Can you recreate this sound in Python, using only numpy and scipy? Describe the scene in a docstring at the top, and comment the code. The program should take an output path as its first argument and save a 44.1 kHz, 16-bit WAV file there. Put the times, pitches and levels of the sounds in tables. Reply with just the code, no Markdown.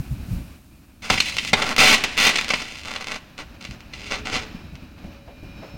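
"""A snowy tram yard at night: a tram creeps through, its pantograph arcing on an icy overhead wire.
Each loss of contact burns and fries; sparks snap, flashovers crack, and heated air thumps after two.
The car roof, the ground and the yard echo the sparks. Underneath, the tram rumbles, hisses, whines
and knocks, and wind buffets the microphone. A limiter holds the loudest arcs."""
import sys
import numpy as np
from scipy import signal
from scipy.fft import rfft, irfft
from scipy.io import wavfile
from scipy.ndimage import uniform_filter1d, minimum_filter1d

SR = 44100
rng = np.random.default_rng(int(sys.argv[2]) if len(sys.argv) > 2 else 0)


def master(y):
    """Save y as 16-bit WAV."""
    cut = np.clip(np.atleast_2d(y).T, -1, 1)
    pcm = np.round(cut * 32767)  # scale
    wavfile.write(sys.argv[1], SR, pcm.astype(np.int16))


N = 254456
T = np.arange(N) / SR


def undb(db):
    """Decibels to gain."""
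    return 10 ** (np.asarray(db) / 20)


def curve(rows, column=1):
    """One table column, linearly interpolated over time."""
    rows = np.array(rows)
    return np.interp(T, rows[:, 0], rows[:, column])


def unit_rms(x):
    """Scale to rms 1."""
    return x / np.sqrt(np.mean(x ** 2))


def add(out, start_s, x):
    """Mix x into out from start_s on."""
    i = max(int(start_s * SR), 0)
    out[i:i + len(x)] += x[:max(N - i, 0)]


def bin_gains(spectrum, size):
    """Gain per FFT bin from (f/Hz, level/dB) points."""
    hz, db = np.transpose(spectrum)
    return undb(np.interp(np.log(np.fft.rfftfreq(size, 1 / SR) + 1), np.log(hz), db))


def noise(spectrum, size=N):
    """Coloured noise, rms 1."""
    return unit_rms(irfft(rfft(rng.standard_normal(size)) * bin_gains(spectrum, size), size))


def pulse(spectrum, size=1024):
    """Minimum-phase pulse, peak 1."""
    cepstrum = irfft(np.log(bin_gains(spectrum, size)))
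    cepstrum[1:size // 2] *= 2
    cepstrum[size // 2 + 1:] = 0
    wave = irfft(np.exp(rfft(cepstrum)))
    return wave / np.abs(wave).max()


def lowpass(x, hz):
    """One-pole treble loss."""
    return signal.sosfilt(signal.butter(1, min(hz, SR / 2 - 1000), fs=SR, output="sos"), x)


def split(x, hz):
    """Complementary bands below and above hz."""
    bin_hz = np.fft.rfftfreq(len(x), 1 / SR)
    below = irfft(rfft(x) / (1 + (bin_hz / hz) ** 8), len(x))
    return below, x - below


def wander(rate_hz):
    """Smooth random drift, rms 1."""
    hold = max(int(SR / rate_hz), 1)
    steps = np.repeat(rng.standard_normal(N // hold + 1), hold)
    return unit_rms(uniform_filter1d(steps, hold)[:N])


def sine(hz):
    """Sine following a frequency track."""
    return np.sin(2 * np.pi * np.cumsum(hz) / SR)


# microphone hiss: t/s, level/dB
MIC_HISS_LEVEL = [(0, -52), (.2, -55), (.35, -51), (.6, -59), (1.0, -62.5), (5.77, -67)]
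# gusts: peak t/s, half width/s, level/dB
GUSTS = [(0, 0.0094, -17), (.125, 0.0198, -22.5), (.22, 0.018, -33.5), (0.326, 0.0385, -22.5),
         (.39, 0.069, -33.5)]
# wind buffeting: f/Hz, level/dB
BUFFET_SPECTRUM = [(15, -15.5), (35, -5.5), (70, 1.5), (130, -4.5), (190, -9.5), (300, -34), (600, -40.5),
                   (2000, -54.5)]


def wind(breeze_db=-63):
    """Gusts over a light breeze buffet the microphone, above its thin hiss."""
    gusts = sum(undb(db) * np.exp(-((T - peak_s) / width_s) ** 2) for peak_s, width_s, db in GUSTS)
    buffet = noise(BUFFET_SPECTRUM) * (undb(breeze_db) + gusts)
    return buffet + rng.standard_normal(N) * undb(curve(MIC_HISS_LEVEL))


# running gear: t/s, rumble level/dB, hiss level/dB
GEAR_LEVELS = [(0, -38.5, -49.5), (.4, -38, -49), (.65, -49, -59), (1.0, -50, -60.5), (1.3, -40, -46),
               (3.3, -46.5, -55), (3.7, -42.5, -50.5), (3.9, -46, -51), (4.35, -36.5, -45),
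               (4.93, -47, -52.5), (5.1, -41, -48), (5.25, -48, -54), (5.5, -41, -49), (5.77, -42, -49.5)]
# rolling rumble: f/Hz, level/dB
RUMBLE_SPECTRUM = [(15, -14), (35, 1), (70, 3), (130, -4.5), (230, -2.5), (320, -7.5), (430, -24),
                   (700, -40), (2000, -58)]
# machinery hiss: f/Hz, level/dB
HISS_SPECTRUM = [(100, 5.5), (400, 0), (600, 6), (1000, 1.5), (1500, 2.5), (2000, -3), (2500, 4),
                 (3400, -7), (4000, -4), (5200, -8.5), (6500, -14), (9000, -29.5), (16000, -19)]
# machinery tones: f/Hz, relative level/dB
MACHINE_TONES = [(562, -11.5), (2405, -13.5), (2535, -16.5), (2962, -21), (3897, -19), (5300, -23)]
# all tones against the hiss: t/s, gain/dB
TONE_GAIN = [(0, -5.5), (4.9, 2), (5.1, 0.5), (5.77, 7)]


def running_gear():
    """The rolling car rumbles; its machinery hisses, with faint wavering tones."""
    rumble = noise(RUMBLE_SPECTRUM) * undb(curve(GEAR_LEVELS) + 1.19 * wander(18))
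    tones = sum(sine(hz + 7 * wander(45)) * undb(db + 4.26 * wander(5.8)) for hz, db in MACHINE_TONES)
    hiss = noise(HISS_SPECTRUM) * undb(1.39 * wander(35))
    machinery = hiss + tones * undb(curve(TONE_GAIN))
    return rumble + machinery * undb(curve(GEAR_LEVELS, column=2))


# motor whine: t/s, f/Hz, level/dB
WHINE = [(3.8, 395, -83.5), (4.02, 407, -50), (4.13, 414, -46), (4.3, 431, -43.5), (4.45, 434, -48),
         (4.65, 442, -66), (4.9, 450, -67)]


def motor():
    """The traction motor's whine rises in pitch, swells and fades."""
    return sine(curve(WHINE) + 3 * wander(30)) * undb(curve(WHINE, column=2))


# wheel and coupling knocks: t/s, thud level/dB, clank level/dB
KNOCKS = [(3.688, -29.5, -59.5), (4.544, -29, -51.5), (4.635, -31.5, -65.5), (4.724, -30.5, -54),
          (4.821, -31, -51.5), (5.038, -30.5, -45.5), (5.275, -39, -39), (5.426, -27.5, -48.5),
          (5.62, -49, -36), (5.739, -32, -47.5)]
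# low thud of car body or heated air: f/Hz, level/dB
THUD_SPECTRUM = [(20, -1), (60, 2.5), (230, -1.5), (320, -8.5), (450, -29.5), (1200, -50)]
# rattling steel: f/Hz, level/dB
CLANK_SPECTRUM = [(200, -2), (650, 13), (1400, -7), (2400, -6), (4000, -17.5), (9000, -37.5)]


def knocks(thud_t60_s=0.1645, clank_t60_s=0.229, attack_s=0.0027):
    """Wheels and couplings shake the car body low down and rattle its steel."""
    out, age = np.zeros(N), T[:SR // 3]
    for start_s, thud_db, clank_db in KNOCKS:
        thud = noise(THUD_SPECTRUM, len(age)) * undb(thud_db - 60 * age / thud_t60_s)
        clank = noise(CLANK_SPECTRUM, len(age)) * undb(clank_db - 60 * age / clank_t60_s)
        add(out, start_s, (thud + clank) * (1 - np.exp(-age / attack_s)))
    return out


# pressure thumps of two big flashovers: t/s, level/dB
THUMPS = [(1.099, -21.5), (1.532, -33.5)]


def thumps(attack_s=0.0028, t60_s=0.335):
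    """Air heated by a big flashover gives a low thump."""
    out, age = np.zeros(N), T[:SR // 3]
    for start_s, db in THUMPS:
        envelope = undb(db - 60 * age / t60_s) * (1 - np.exp(-age / attack_s))
        add(out, start_s, noise(THUD_SPECTRUM, len(age)) * envelope)
    return out


def wash(cutoff_hz, t60_s, attack_s):
    """Diffuse reflections: 1 s of decaying noise, energy 1."""
    age = T[:SR]
    envelope = undb(-60 * age / t60_s) * (1 - np.exp(-age / attack_s))
    return unit_rms(lowpass(rng.standard_normal(SR), cutoff_hz) * envelope) / np.sqrt(SR)


# reflections off roof, car side and ground: delay/s, gain/dB
ECHOES = [(.00146, -8.5), (.00644, -19.5), (.0079, -38.5), (0.013, -45.5)]


def yard(x, scatter_db=-7, tail_db=-20):
    """Direct sound, near echoes, quick scatter off the car and the yard's long tail."""
    response = np.zeros(SR)
    response[0] = 1
    for delay_s, db in ECHOES:
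        add(response, delay_s, undb([db]))
    response += undb(scatter_db) * wash(cutoff_hz=11900, t60_s=0.0823, attack_s=0.00065)
    response += undb(tail_db) * wash(cutoff_hz=5000, t60_s=0.92, attack_s=0.0318)
    return signal.fftconvolve(x, response)[:N]


def sparks(rate_hz, spread_db):
    """Randomly timed impulses of uneven size, rms 1."""
    lit = rng.random(N) < rate_hz / SR
    return unit_rms(lit * undb(spread_db * np.minimum(rng.standard_normal(N), 2)))


def restrikes(rate_hz=114, jitter=0.16, spread_db=6.3):
    """The arc breaks and catches again in an uneven buzz, rms 1."""
    cycles = np.cumsum(rate_hz * np.exp(jitter * wander(130))) / SR
    strikes = np.diff(np.floor(cycles), prepend=0)
    return unit_rms(strikes * undb(spread_db * wander(150)))


BODY_HZ = 1763  # a fat arc has more sound below this, a thin one less
# arc burns: t/s, length/s, level/dB, growth over the burn/dB, body gain/dB, sputter gain/dB
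BURNS = [(1.018, 0.078, -33, -2, 2, -4.5), (1.10, 0.0526, -21, -4.5, 2.5, 1),
         (1.162, 0.1387, -27, 1, -15.5, -9), (1.315, 0.178, -32.5, 4.5, -12.5, -4),
         (1.548, 0.1752, -31, 2.5, 8.5, -1.5), (1.777, 0.1656, -9, -1, 1, -2.5),
         (1.967, 0.366, -44.5, 3, -2.5, 0.5), (2.168, 0.099, -20.5, 7, -0.5, 4),
         (2.283, 0.157, -33.5, -2.5, 1, 1), (2.484, 0.1545, -29, -5, 1, -1), (2.65, 0.1854, -40, -3, -3, 3),
         (2.846, 0.1868, -40.5, -0.5, 6, 4.5), (3.059, 0.1014, -37.5, 1.5, 6, 3.5),
         (3.374, 0.0395, -39.5, 2.5, 8, 1), (3.603, 0.1365, -43.5, -5.5, -2, 1.5),
         (3.923, 0.1757, -43.5, 6, -2, -4.5), (4.103, 0.0799, -28, -6.5, 5.5, -1.5),
         (4.247, 0.191, -33, -7.5, 5, -0.5), (4.318, 0.0483, -26, -2.5, 2.5, -2)]


def burns(strike_s=0.00845, quench_s=0.01444, restrike_db=-4, spit_db=-8, fry_db=-3, flutter_db=2):
    """At each loss of contact the arc catches, fries, sputters and quenches."""
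    sputter = undb(restrike_db) * restrikes() + undb(spit_db) * sparks(rate_hz=60, spread_db=3)
    fry = sparks(rate_hz=3500, spread_db=3.5) * undb(fry_db + flutter_db * wander(180))
    whole, weighted, age = np.zeros(N), np.zeros(N), T[:SR // 3]
    for start_s, length_s, db, growth_db, body_db, sputter_db in BURNS:
        span = slice(int(start_s * SR), int(start_s * SR) + len(age))
        envelope = (1 - np.exp(-age / strike_s)) * np.exp(-np.maximum(age - length_s, 0) / quench_s)
        gain = undb(db + growth_db * np.minimum(age / length_s, 1))
        burn = (fry[span] + undb(sputter_db) * sputter[span]) * envelope * gain
        add(whole, start_s, burn)
        add(weighted, start_s, burn * undb(body_db))
    body, _ = split(weighted, BODY_HZ)
    _, edge = split(whole, BODY_HZ)
    return body + edge


# flashovers: t/s, level/dB, length/s, cutoff f/Hz, body gain/dB
FLASHOVERS = [(1.1001, -13, 0.0052, 4020, 0), (1.176, -24, 0.0066, 4000, -4.5),
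              (1.2024, -11.5, 0.00301, 6000, -12), (1.384, -20, 0.00293, 3500, -11.5),
              (1.5319, -7, 0.00452, 2500, -1.5), (1.619, -22.5, 0.00756, 7100, 3),
              (2.357, -19, 0.00546, 6030, -9), (2.384, -22.5, 0.00703, 4000, -2.5),
              (2.503, -18.5, 0.00536, 2490, -1), (2.536, -20.5, 0.00576, 2800, 1),
              (2.9593, -29, 0.0052, 3480, 1), (3.935, -37.5, 0.0069, 4970, -6.5)]


def flashovers(decay_s=0.001586):
    """Each tight volley of sparks is a noise burst that holds, then dies."""
    out, age = np.zeros(N), T[:SR // 30]
    for start_s, db, length_s, cutoff_hz, body_db in FLASHOVERS:
        volley = unit_rms(lowpass(rng.standard_normal(len(age)), cutoff_hz))
        body, edge = split(volley, BODY_HZ)
        envelope = np.exp(-np.maximum(age - length_s, 0) / decay_s)
        add(out, start_s, undb(db) * (undb(body_db) * body + edge) * envelope)
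    return out


# loudest single sparks: t/s, level/dB
SNAPS = [(1.2966, -12), (1.3683, -6), (1.4496, -8.5), (1.6917, -5), (1.7644, -1), (1.7883, -1), (2.0388, 9),
         (2.1772, 0), (2.3734, -5), (2.4121, -6), (2.4457, -9.5), (2.4827, -9.5), (2.4912, -7),
         (2.856, -16), (2.9384, -13.5), (3.0152, -18.5), (3.044, -14.5), (3.071, -13), (3.1189, -9),
         (3.3802, -18.5), (3.6123, -24.5), (3.6519, -14.5), (3.806, -25), (4.1140, -13), (4.755, -25)]
# one spark's crack: f/Hz, level/dB
CRACK_SPECTRUM = [(40, -12), (120, -10), (250, -0.5), (450, -4), (750, -2), (1500, -1.5), (1900, 2),
                  (2700, 5), (3400, -0.5), (4800, -2.5), (7000, -9.5), (10000, -18.5), (13000, -27),
                  (16000, -25)]


def arc(recede_from_s=2.22, dull_above_hz=8300, dull_db_per_s=4):
    """Burns, flashovers and single sparks share one crack, duller as the tram recedes."""
    crack = pulse(CRACK_SPECTRUM)
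    drive = (burns() + flashovers()) / np.sqrt(np.sum(crack ** 2))
    for start_s, db in SNAPS:
        add(drive, start_s, undb([db]))
    crackle = signal.fftconvolve(drive, crack)[:N]
    lower, treble = split(crackle, dull_above_hz)
    return lower + treble * undb(-dull_db_per_s * np.maximum(T - recede_from_s, 0))


def scene():
    """Arc overhead, tram below, wind close by; mono."""
    return (yard(arc()) + thumps() + running_gear() + motor() + knocks() + wind())[None]


def record(dry, ceiling=0.997, clip=0.645, window_samples=130, top_hz=16200):
    """A fast limiter ducks the loudest arcs; a soft clip and a steep lowpass follow."""
    needed_gain = np.minimum(1, ceiling / (np.abs(dry) + 1e-9))
    gain = uniform_filter1d(minimum_filter1d(needed_gain, window_samples), window_samples)
    limited = dry * gain
    rounded = limited / (1 + (limited / clip) ** 6) ** (1 / 6)
    return signal.sosfilt(signal.ellip(8, 0.2, 80, top_hz, fs=SR, output="sos"), rounded)


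dry = scene()
out = record(dry)
master(out)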